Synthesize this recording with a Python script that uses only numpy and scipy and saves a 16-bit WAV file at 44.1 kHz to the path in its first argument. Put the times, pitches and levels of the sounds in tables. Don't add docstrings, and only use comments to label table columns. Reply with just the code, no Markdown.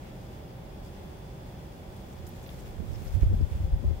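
import sys
import numpy as np
from scipy import signal
from scipy.fft import rfft, irfft, next_fast_len
from scipy.io import wavfile
from scipy.ndimage import uniform_filter1d, map_coordinates

SR = 44100
rng = np.random.default_rng(int(sys.argv[2]) if len(sys.argv) > 2 else 0)


def materialize(psi):
    bounded = np.clip(np.atleast_2d(psi).T, -1, 1)
    quanta = np.round(bounded * 32767).astype(np.int16)
    wavfile.write(sys.argv[1], SR, quanta)


N = 176400

# frequency in Hz, relative level in dB.
TRAFFIC_SPECTRUM = [(15, -20), (40, 2), (85, 0.5), (112, -4.5), (140, -1.5), (200, -3), (245, -9.5),
                    (360, -8), (460, -13), (570, -11), (680, -16.5), (790, -12.5), (900, -16),
                    (1060, -22.5), (1600, -25.5), (3300, -31), (4200, -34.5), (5200, -35.5), (8000, -40),
                    (13500, -41.5), (15700, -34.5)]
# frequency in Hz, left-right correlation (1 is mono).
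TRAFFIC_CORRELATION = [(60, 1), (200, 0.97), (380, 0.76), (700, 0.15), (1290, -0.17), (2380, 0.078),
                       (4400, -0.11)]
MOTOR_HARMONICS = [8, 11, 12, 13, 15, 16, 21, 22, 24, 64, 66, 67, 68, 69, 70, 71, 72]
MOTOR_LEVELS_DB = [-64, -63, -67.5, -67.5, -70, -69, -74, -79, -81.5, -86.5, -84, -80.5, -82.5, -82, -84,
                   -78, -75]
# frequency in Hz, relative level in dB.
LEAF_SPECTRUM = [(400, -30), (1200, 14.5), (2200, 12), (4000, 8.5), (7000, 7.5), (10000, 3.5), (15700, 5)]
# time in seconds, level in dB.
RUSTLE_ENVELOPE = [(0, -65), (.25, -64.5), (.36, -65), (.6, -89), (.86, -63.5), (1.4, -68), (1.9, -64.5),
                   (2.14, -63.5), (2.22, -62), (2.44, -59.5), (2.53, -60), (2.6, -58.5), (2.82, -63.5),
                   (3.05, -56), (3.14, -57.5), (3.25, -62.5), (3.46, -64), (3.56, -59.5), (3.72, -66),
                   (4, -66)]
# peak time in seconds, level in dB, half length in seconds,
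# band centre in Hz, band width in octaves.
LEAF_SCUFFS = [(0.083, -60, 0.056, 1900, 0.75), (0.853, -66.5, 0.035, 6000, 0.67),
               (0.967, -63.5, 0.047, 2400, 0.77), (2.132, -65, .015, 6540, 0.33),
               (2.437, -63, 0.019, 6600, 0.33), (2.602, -64, 0.017, 6800, 0.32),
               (2.952, -58, 0.009, 5300, .1), (3.045, -61, 0.017, 12300, .12),
               (3.078, -59, 0.0095, 5500, 0.36), (3.221, -54.5, .016, 1900, 0.41),
               (3.545, -62, 0.033, 2380, 0.48)]
# start in seconds, level in dB, band centre in Hz, band width in octaves,
# time to fall 60 dB in seconds, pan as left minus right in dB.
LEAF_TICKS = [(1.965, -56, 10000, .7, .03, -4), (2.267, -47, 6000, 1.2, 0.028, -1),
              (2.274, -52, 11000, .7, 0.056, -6), (2.287, -47, 14000, .29, .02, -6),
              (2.292, -50, 13000, .3, .025, -4), (2.43, -54, 14000, .25, .02, 2),
              (2.463, -48.5, 3000, 0.53, .04, -3), (2.472, -51, 14500, .22, .025, -2),
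              (2.478, -53, 13500, .22, .038, -2), (2.491, -41.5, 2800, 0.59, .02, 2),
              (2.497, -57, 12500, .5, .06, -1), (2.503, -49, 3500, .9, .02, 1),
              (2.66, -59, 2820, .3, 0.14, 6), (2.932, -53, 5000, .67, .018, 8),
              (2.957, -54, 3700, .7, .04, 5), (3.21, -46, 2800, 1.1, 0.014, 6)]
# frequency in Hz, relative level in dB.
BUFFET_SPECTRUM = [(10, -53), (25, -5), (38, 4), (65, -4), (88, -2.5), (110, -5), (160, -9), (240, -42.5),
                   (500, -53), (1200, -83), (5000, -120)]
# time in seconds, level in dB.
BUFFET_LEFT = [(0, -72), (2.1, -68), (2.62, -43.5), (3.02, -53), (3.07, -30), (3.2, -32.5), (3.26, -30),
               (3.45, -30.5), (3.5, -38), (3.59, -41), (3.68, -30), (3.79, -30), (3.82, -34), (3.93, -29.5),
               (4, -39)]
BUFFET_RIGHT = [(0, -51), (2.1, -50.5), (2.21, -43), (2.5, -54), (2.74, -42.5), (2.8, -31), (2.87, -37.5),
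                (2.91, -29), (3.029, -36.5), (3.109, -51), (3.16, -30), (3.205, -35), (3.29, -31),
                (3.43, -31), (3.49, -40), (3.57, -37), (3.67, -32), (3.76, -35), (3.81, -52), (3.9, -39),
                (4, -43)]
# frequency in Hz, relative level in dB.
SLAP_SPECTRUM = [(40, -16.5), (130, 7), (200, 1.5), (350, -6.5), (600, -17), (1200, -40), (4000, -70),
                 (8000, -120)]
# peak time and half length in seconds, left and right level in dB.
AIR_SLAPS = [(2.805, 0.0051, -50, -26.5), (2.833, 0.021, -51, -38), (2.923, 0.0043, -46, -36.5),
             (3.019, 0.0075, -55, -36), (3.169, 0.016, -46, -32), (3.233, 0.0053, -42, -25),
             (3.315, .007, -31.5, -42), (3.33, .005, -29, -51), (3.344, 0.0056, -28, -46),
             (3.409, 0.0061, -25, -43), (3.43, .004, -30, -49), (3.609, 0.0093, -50, -38),
             (3.842, .011, -30, -41), (3.88, .006, -32.5, -43), (3.912, .006, -30, -40)]
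# peak time and half length in seconds, pitch in Hz,
# left and right level in dB, likeness of the two ports from 0 to 1.
PORT_EDDIES = [(2.205, 0.011, 80, -45, -36, 0.3), (2.245, 0.01, 95, -48, -36.5, 0.3),
               (2.803, 0.0066, 84, -48, -27, 0.1), (2.832, 0.0054, 70, -50, -32, 0.1),
               (2.9, 0.018, 66, -44, -35, .1), (2.939, .012, 70, -48, -35, .1),
               (3.155, 0.013, 65.5, -33, -16, .3), (3.182, 0.014, 90, -42, -21.5, 0),
               (3.2288, 0.0072, 66.4, -32, -9, 0.2), (3.241, .013, 62, -17, -31, .1),
               (3.268, 0.006, 60, -30, -13, 0), (3.278, 0.015, 80, -22.5, -31, .1),
               (3.312, 0.017, 87, -20.5, -23, 0.6), (3.34, 0.006, 75, -14, -24, 0),
               (3.367, 0.0062, 64, -18.5, -23, 0.84), (3.391, 0.0083, 52, -22, -33, .6),
               (3.417, 0.0086, 84.4, -24.5, -29, 0.5), (3.438, 0.017, 70, -17.5, -29, 0.5),
               (3.526, 0.0067, 68, -37, -21, 0.1), (3.555, 0.012, 62, -26, -23, 0.6),
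               (3.613, 0.012, 74, -25, -24, 0.7), (3.648, 0.0099, 80, -18.5, -31, 0.5),
               (3.738, 0.011, 54.4, -16.5, -18, 0.46), (3.754, 0.019, 72, -32, -30, 0),
               (3.862, 0.013, 70, -21.5, -21, 0), (3.884, 0.014, 76, -21, -29, 0),
               (3.919, 0.013, 79, -21.5, -40, .1)]

TRAFFIC_DB, HISS_LEFT_DB = -43.5, 1.2
SHAFT_HZ = 48.37
DRONE_HZ, DRONE_DB = 123.5, -54
WHINE_HZ, WHINE_DB = 11793, -90
TRILL_HZ, TRILL_OCTAVES, TRILL_DB = 4930, 0.11, -74.5
CRACKLES_PER_S, CRACKLE_SPREAD_DB = 200, 2.5
CRACKLE_OFFSET_DB, CRACKLE_SLOPE = -8.5, 1.23
TICK_RISE_S = 0.00035
LOW_CUT_HZ, TOP_HZ = 24, 15780


def amp(db):
    return 10 ** (np.asarray(db) / 20)


def unit(x):
    return x / np.sqrt(np.mean(x ** 2) + 1e-20)


def along(points, hz):
    freqs, values = np.transpose(points)
    return np.interp(np.log(hz + 1), np.log(freqs + 1), values)


def curve(rows):
    return np.interp(np.arange(N) / SR, *np.transpose(rows))


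def wobble(rate):
    knots = rng.standard_normal(int(N * rate / SR) + 4)
    return map_coordinates(knots, [np.arange(N) * rate / SR])


def filtered(x, response):
    n = x.shape[-1]
    padded = next_fast_len(n + 8192)
    gain = response(np.fft.rfftfreq(padded, 1 / SR))
    return irfft(rfft(x, padded) * gain, padded)[..., :n]


def noise(spectrum):
    return unit(filtered(rng.standard_normal(N), lambda hz: amp(along(spectrum, hz))))


def band_gain(hz, centre_hz, octaves):
    return np.exp(-0.5 * (np.log2((hz + 1) / centre_hz) / octaves) ** 2)


def band_noise(centre_hz, octaves):
    return unit(filtered(rng.standard_normal((2, N)), lambda hz: band_gain(hz, centre_hz, octaves)))


def bell(peak_s, half_s):
    t = np.arange(N) / SR - peak_s
    return np.exp(-np.minimum((t / half_s) ** 2, 50))


def puff(x, peak_s, half_s):
    envelope = bell(peak_s, half_s)
    return envelope * x * np.linalg.norm(envelope) / np.linalg.norm(envelope * x)


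def traffic():
    def mid_side_gains(hz):
        angle = np.arccos(along(TRAFFIC_CORRELATION, hz)) / 2
        return np.array([np.cos(angle), np.sin(angle)])

    def pan_gains(hz):
        left_db = along([(300, -0.04), (1200, -0.54), (4000, 0.05), (12000, HISS_LEFT_DB)], hz)
        return amp([left_db, -left_db])

    murmur = np.array([noise(TRAFFIC_SPECTRUM), noise(TRAFFIC_SPECTRUM)])
    mid, side = filtered(murmur, mid_side_gains)
    stereo = filtered(np.array([mid + side, mid - side]), pan_gains)
    return amp(TRAFFIC_DB + 0.25 * wobble(5.47)) * unit(stereo)


def motor():
    t = np.arange(N) / SR
    turns = np.cumsum(SHAFT_HZ * (1 + 0.00012 * wobble(3.22))) / SR
    hum = np.zeros((2, N))
    for harmonic, db in zip(MOTOR_HARMONICS, MOTOR_LEVELS_DB):
        phase = 2 * np.pi * (harmonic * turns + rng.random()) + 0.5 * wobble(7)
        for channel in hum:
            channel += amp(db + 2.7 * wobble(4.03)) * np.sin(phase + 0.98 * wobble(2.72))
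    drone = amp(DRONE_DB + 3.15 * wobble(4.61)) * np.sin(2 * np.pi * DRONE_HZ * t + 1.2 * wobble(3.45))
    whine = amp(WHINE_DB + 3.7 * wobble(4)) * np.sin(2 * np.pi * WHINE_HZ * t + 0.8 * wobble(9.4))
    return np.sqrt(2) * (hum + drone + whine)


def trill():
    flicker = amp(2.8 * wobble(60) + 0.68 * wobble(4.4))
    return amp(TRILL_DB) * unit(flicker * band_noise(TRILL_HZ, TRILL_OCTAVES))


def leaf_rustle():
    grains = amp(1.6 * wobble(500) + 1.7 * wobble(35.27))
    friction = np.array([noise(LEAF_SPECTRUM), noise(LEAF_SPECTRUM)])
    out = amp(curve(RUSTLE_ENVELOPE)) * unit(grains * friction)
    for peak_s, db, half_s, centre_hz, octaves in LEAF_SCUFFS:
        scuff = grains * band_noise(centre_hz, octaves)
        out += amp(db) * np.array([puff(channel, peak_s, half_s) for channel in scuff])
    return out


def leaf_crackle():
    clicks = (rng.random(N) < CRACKLES_PER_S / SR) * rng.choice([-1, 1], N)
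    strengths = amp(CRACKLE_SPREAD_DB * rng.standard_normal((2, N)))
    snaps = filtered(clicks * strengths, lambda hz: amp(along(LEAF_SPECTRUM, hz)))
    rustle_db = curve(RUSTLE_ENVELOPE)
    peak_db = rustle_db.max()
    level_db = peak_db + CRACKLE_OFFSET_DB + CRACKLE_SLOPE * (rustle_db - peak_db)
    return amp(level_db) * unit(snaps)


def leaf_ticks():
    out = np.zeros((2, N + SR))
    t = np.arange(SR // 6) / SR
    for start_s, db, centre_hz, octaves, t60, pan_db in LEAF_TICKS:
        burst = rng.standard_normal((2, len(t)))
        snap = unit(filtered(burst, lambda hz: band_gain(hz, centre_hz, octaves) * (hz < TOP_HZ)))
        envelope = (1 - np.exp(-t / TICK_RISE_S)) * amp(-60 * t / t60)
        gains = amp([[db + pan_db / 2], [db - pan_db / 2]])
        start = round(start_s * SR)
        out[:, start:start + len(t)] += gains * envelope * snap
    return out[:, :N]


def turbulence(spectrum, evenness):
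    swings = signal.hilbert(noise(spectrum))
    power = np.abs(uniform_filter1d(np.abs(swings) ** 2, size=300))
    smooth_power = uniform_filter1d(power, size=200)
    return unit(swings.real / (smooth_power + 0.17) ** (evenness / 2))


def thump(peak_s, half_s, hz, phase):
    t = np.arange(N) / SR - peak_s
    return np.sqrt(2) * bell(peak_s, half_s) * np.cos(2 * np.pi * hz * t + phase)


def wind():
    ports = np.array([amp(curve(swells)) * turbulence(BUFFET_SPECTRUM, evenness=0.6)
                      for swells in (BUFFET_LEFT, BUFFET_RIGHT)])
    rasps = noise(SLAP_SPECTRUM), noise(SLAP_SPECTRUM)
    for peak_s, half_s, left_db, right_db in AIR_SLAPS:
        slap = np.array([puff(rasp, peak_s, half_s) for rasp in rasps])
        ports += amp([[left_db], [right_db]]) * slap
    for peak_s, half_s, hz, left_db, right_db, likeness in PORT_EDDIES:
        phase = 2 * np.pi * rng.random()
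        lag = np.sign(rng.random() - 0.5) * np.arccos(likeness)
        ports[0] += amp(left_db) * thump(peak_s, half_s, hz, phase)
        ports[1] += amp(right_db) * thump(peak_s, half_s, hz, phase + lag)
    return ports


def scene():
    background = traffic() + motor() + trill()
    return background + wind() + leaf_rustle() + leaf_crackle() + leaf_ticks()


def record(dry):
    return filtered(dry, lambda hz: (hz < TOP_HZ) * hz ** 3 / np.sqrt(hz ** 6 + LOW_CUT_HZ ** 6))


dry = scene()
out = record(dry)
materialize(out)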